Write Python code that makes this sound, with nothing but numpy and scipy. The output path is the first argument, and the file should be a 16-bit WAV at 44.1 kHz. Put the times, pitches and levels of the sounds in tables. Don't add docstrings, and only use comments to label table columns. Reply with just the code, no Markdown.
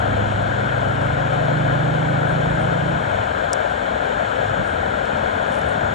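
import sys
import numpy as np
from scipy import signal
from scipy.fft import rfft, irfft
from scipy.io import wavfile
from scipy.ndimage import uniform_filter1d

SR = 44100
rng = np.random.default_rng(int(sys.argv[2]) if len(sys.argv) > 2 else 0)


def file_out(sig):
    cols = np.atleast_2d(sig).T
    lim = np.clip(cols, -1, 1)
    pcm = np.round(lim * 32767).astype(np.int16)
    wavfile.write(sys.argv[1], SR, pcm)


N = 261954
TIME_S = np.arange(N) / SR
BINS_HZ = np.fft.rfftfreq(N, 1 / SR)


def gain(db):
    return 10 ** (np.asarray(db) / 20)


def unit_rms(x):
    return x / np.sqrt(np.mean(x ** 2) + 1e-20)


def over_time(rows):
    times_s, *columns = np.transpose(rows)
    return [np.interp(TIME_S, times_s, c) for c in columns]


def over_frequency(rows):
    hz, *columns = np.transpose(rows)
    return np.array([np.interp(np.log(BINS_HZ + 1), np.log(hz + 1), c) for c in columns])


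def drift(rate_hz):
    return unit_rms(irfft(rfft(rng.standard_normal(N)) / (1 + (BINS_HZ / rate_hz) ** 4), N))


def coloured_noise(spectrum):
    return unit_rms(irfft(rfft(rng.standard_normal(N)) * gain(over_frequency(spectrum)[0]), N))


def swell(centre_s, half_width_s):
    return np.exp(-((TIME_S - centre_s) / half_width_s) ** 2)


def add(mix, start_s, sound):
    part = mix[:, round(start_s * SR):][:, :sound.shape[1]]
    part += sound[:, :part.shape[1]]


# (frequency [Hz], left lead [rad])
PORT_PHASE_RAD = [(360, 0), (385, 3.1), (1500, 3.0), (1610, .8), (1780, -.1), (1830, -3.05), (2070, -3.05),
                  (2120, -.25), (2600, 0), (3100, .3), (3450, 0), (3680, -.7), (3900, -.15), (4700, -.4),
                  (5150, -1), (5800, 0)]
# (frequency [Hz], coherence [0-1])
PORT_COHERENCE = [(40, 0.99), (300, 0.99), (375, 0.7), (440, 0.93), (1450, 0.93), (1800, 0.93),
                  (2400, 0.92), (4200, 0.83), (4900, 0.35), (5500, 0.79), (7000, 0.94)]


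def port_noise(spectrum, patchy_db):
    shared, own = rfft(rng.standard_normal((2, N))) * np.sqrt(SR / 2)
    coherence = over_frequency(PORT_COHERENCE)[0]
    right = coherence * shared + np.sqrt(1 - coherence ** 2) * own
    right *= np.exp(-1j * over_frequency(PORT_PHASE_RAD)[0])
    in_band_hz = np.clip(BINS_HZ + 1, spectrum[0][0], spectrum[-1][0])
    skirt_db = -200 * abs(np.log2((BINS_HZ + 1) / in_band_hz))
    pair = irfft(np.array([shared, right]) * gain(over_frequency(spectrum) + skirt_db), N)
    frames = signal.stft(pair, nperseg=1024)[2]
    patches = uniform_filter1d(rng.standard_normal(frames.shape[1:]), size=12, axis=0)
    patches = unit_rms(uniform_filter1d(patches, size=9, axis=1))
    return signal.istft(frames * gain(patchy_db * patches), nperseg=1024)[1][:, :N]


# (frequency [Hz], left gain [dB], right gain [dB])
RUMBLE_DB = [(20, -72, -72), (36, -68, -61.5), (55, -56, -50.5), (90, -53, -53.5), (135, -57.5, -54.5),
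             (197, -57, -52), (290, -60, -55), (367.4, -54.5, -70.5)]


def wind(level_db=-0.44, ease_db_per_s=0.25, lull_db=0.84, lull_hz=1.5, dip_db=-1, puff_db=-22):
    strength_db = level_db - ease_db_per_s * TIME_S + lull_db * drift(lull_hz)
    strength_db += dip_db * swell(centre_s=4.0, half_width_s=0.36)
    rumble = port_noise(RUMBLE_DB, patchy_db=0) * gain(strength_db)
    puff = coloured_noise([(50, -28), (110, 2), (190, 6.5), (260, -35), (600, -60), (2000, -90)])
    puff *= gain(puff_db) * swell(centre_s=4.605, half_width_s=0.021)
    return rumble + puff * np.array([[0.35], [1.4]])


# (time [s], gain [dB])
WHINE_SWELLS_DB = [(2.32, -65), (2.62, -59.5), (4.69, -61), (5.7, -58)]


def camera_whine(pitch_hz=8663, waver_hz=6, flicker_db=3, steady_db=-67, half_width_s=0.047):
    cycles = np.cumsum(pitch_hz + waver_hz * drift(20)) / SR
    envelope = gain(steady_db) + sum(gain(db) * swell(s, half_width_s) for s, db in WHINE_SWELLS_DB)
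    return np.sqrt(2) * envelope * gain(flicker_db * drift(33)) * np.sin(2 * np.pi * cycles)


# (frequency [Hz], relative level [dB], T60 [s])
BODY_MODES = [(3400, -18, .005), (5340, -3, 0.0075), (5830, -4, 0.0076), (7240, 0.5, 0.0061),
              (7730, -4, 0.0061), (9000, -8, 0.0079), (10500, -14, 0.0074)]


def tick(hits=3, bounce_s=0.0038, bounce_db=-13, rise_s=0.00027, crack_db=-20, crack_t60_s=0.013):
    t = np.arange(SR // 40) / SR
    crack = rng.standard_normal((2, len(t))) * gain(crack_db - 60 * t / crack_t60_s)
    sound = (1 - np.exp(-t / rise_s)) * crack
    for hit in range(hits):
        age_s = np.maximum(t - hit * bounce_s, 0)
        attack = gain(hit * bounce_db) * (1 - np.exp(-age_s / rise_s))
        for hz, mode_db, t60_s in BODY_MODES:
            phase_rad = 0.54 * rng.standard_normal((2, 1))
            ring = gain(mode_db - 60 * age_s / t60_s) * np.sin(2 * np.pi * hz * age_s + phase_rad)
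            sound += attack * ring
    return sound


# (time [s], gain [dB])
TICKS_DB = [(3.5317, -9.5), (4.4333, -42), (4.6758, -40), (5.0554, -36), (5.1711, -39), (5.5523, -33),
            (5.6151, -34)]


def handling(rustle_db=-54.5, grain_db=4.5, faint_per_s=1.2, faint_db=-44):
    rustle = coloured_noise([(2000, -26), (4800, -12), (5800, -2), (9000, 0), (11000, -2), (11800, -34)])
    rustle *= swell(centre_s=5.56, half_width_s=0.056) * gain(rustle_db + grain_db * drift(150))
    ticks = np.zeros((2, N))
    for start_s, db in TICKS_DB:
        add(ticks, start_s, gain(db) * tick())
    for start_s in rng.uniform(0, N / SR, round(faint_per_s * N / SR)):
        add(ticks, start_s, gain(faint_db) * tick())
    return ticks + rustle


# (frequency [Hz], relative level [dB])
DRONE_SPECTRUM_DB = [(40, -38), (70, -13), (82, -2), (92, -8), (103, 2), (115, -8), (140, -5), (190, -15.5),
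                     (400, -58), (1500, -100)]
# (time [s], half width [s], gain [dB])
DRONE_SWELLS_DB = [(3.17, 0.19, -33.5), (4.6, 0.3, -32), (5.18, .12, -36.5), (5.82, 0.24, -31)]


def far_drone(pan_db=2):
    envelope = sum(gain(db) * swell(s, half_width_s) for s, half_width_s, db in DRONE_SWELLS_DB)
    return coloured_noise(DRONE_SPECTRUM_DB) * envelope * gain([[-pan_db], [pan_db]])


# (frequency [Hz], left gain [dB], right gain [dB])
EXHAUST_DB = [(385.4, -56, -86), (433, -50, -59.5), (545, -45, -56), (708, -45.5, -56.5), (872, -54, -73),
              (1042, -52, -57), (1150, -58, -69), (1433, -48.5, -59), (1638, -52, -70.5), (1806, -68, -59),
              (1924, -62, -57.5), (2077, -76, -66.5)]
# (frequency [Hz], left gain [dB], right gain [dB])
INTAKE_DB = [(2110, -72.5, -67), (2180, -71.5, -66), (2570, -70, -74), (2670, -76, -77.5), (3045, -66, -75),
             (3610, -74.5, -69.5), (3670, -82, -73.5), (4274, -81.5, -79.5), (4940, -98, -94.5),
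             (5290, -87, -86.5), (6170, -94.5, -93.5), (6680, -85.5, -87.5), (7030, -83.5, -84),
             (9020, -100.2, -100.1), (10780, -103.9, -103.9)]


def turbines(roar_db=-0.28, rise_db_per_s=0.1164, swell_db=0.21, swell_hz=1.8):
    roar = port_noise(EXHAUST_DB, patchy_db=0.5)
    roar *= gain(roar_db + rise_db_per_s * TIME_S + swell_db * drift(swell_hz))
    hiss = port_noise(INTAKE_DB, patchy_db=0.58) * gain(swell_db * drift(swell_hz))
    return roar + hiss


# (time [s], speed [rev/s])
SPEED_RPS = [(0, 25.65), (0.15, 26.01), (0.62, 25.43), (1.17, 25.56), (1.3, 25.29), (1.6, 25.52),
             (1.9, 26.25), (2.2, 26.82), (2.62, 28.33), (2.9, 28.72), (3.0, 28.3), (3.3, 21.2)]
# (time [s], hum gain [dB], blade load [0-1])
BLADE_EFFORT = [(0, -28, 0.15), (0.13, -24.5, 0.09), (0.65, -27.5, 0.33), (1.17, -24.5, 0.66),
                (1.3, -26.5, 0.6), (1.6, -22, 1), (1.9, -22.5, 1), (2.2, -23.5, 0.89), (2.65, -25, 0.86),
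                (2.93, -25, 1), (3.03, -33, 0.8), (3.12, -30, 0.22), (3.3, -45, 0.05)]
# (multiple, idle level [dB], loaded level [dB])
OVERTONES_DB = [(2, -24, -31), (7, -20.5, -15.5), (8, -15.5, -20), (9, -31, -19), (10, -23, -19.5),
                (11, -20.5, -14), (12, -24.5, -23.5), (13, -26, -22), (14, -28, -22.5)]


def propeller(pan_db=3, waver_turns=0.0018, wander_db=1.6, smear_rad=0.48, flutter=0.3, fade_s=0.058):
    speed_rps, = over_time(SPEED_RPS)
    hum_db, load = over_time(BLADE_EFFORT)
    turns = -0.199 + np.cumsum(speed_rps) / SR + waver_turns * drift(7.9)
    centre_hz = np.interp(load, [0, 1], [99.7, 150.4])
    width_hz = np.interp(load, [0, 1], [14.5, 32])
    multiples = np.arange(3, 7)[:, None]
    off_centre = abs(multiples * speed_rps - centre_hz) / width_hz
    weights = gain([wander_db * drift(2.8) for _ in multiples]) / np.hypot(1, off_centre ** 2.8)
    weights /= np.linalg.norm(weights, axis=0)
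    lag_rad = smear_rad * (multiples - 5) ** 2
    hum = np.sum(weights * np.cos(2 * np.pi * multiples * turns - lag_rad), axis=0)
    for multiple, idle_db, loaded_db in OVERTONES_DB:
        weight = gain(idle_db + load * (loaded_db - idle_db)) * (1 + flutter * drift(4.5))
        hum += weight * np.cos(2 * np.pi * (multiple * turns + rng.random()) + drift(0.85) / 2)
    stop_s = SPEED_RPS[-1][0]
    fade = np.clip((stop_s - TIME_S) / fade_s, 0, 1)
    return np.sqrt(2) * hum * fade * gain(hum_db) * gain([[-pan_db], [pan_db]])


def scene():
    return propeller() + far_drone() + turbines() + camera_whine() + wind() + handling()


def record(dry):
    cutoff_hz = 11600
    lowpass = signal.firwin(511, cutoff_hz, window=("kaiser", 9), fs=SR)
    return signal.oaconvolve(dry, lowpass[None], "same")


dry = scene()
out = record(dry)
file_out(out)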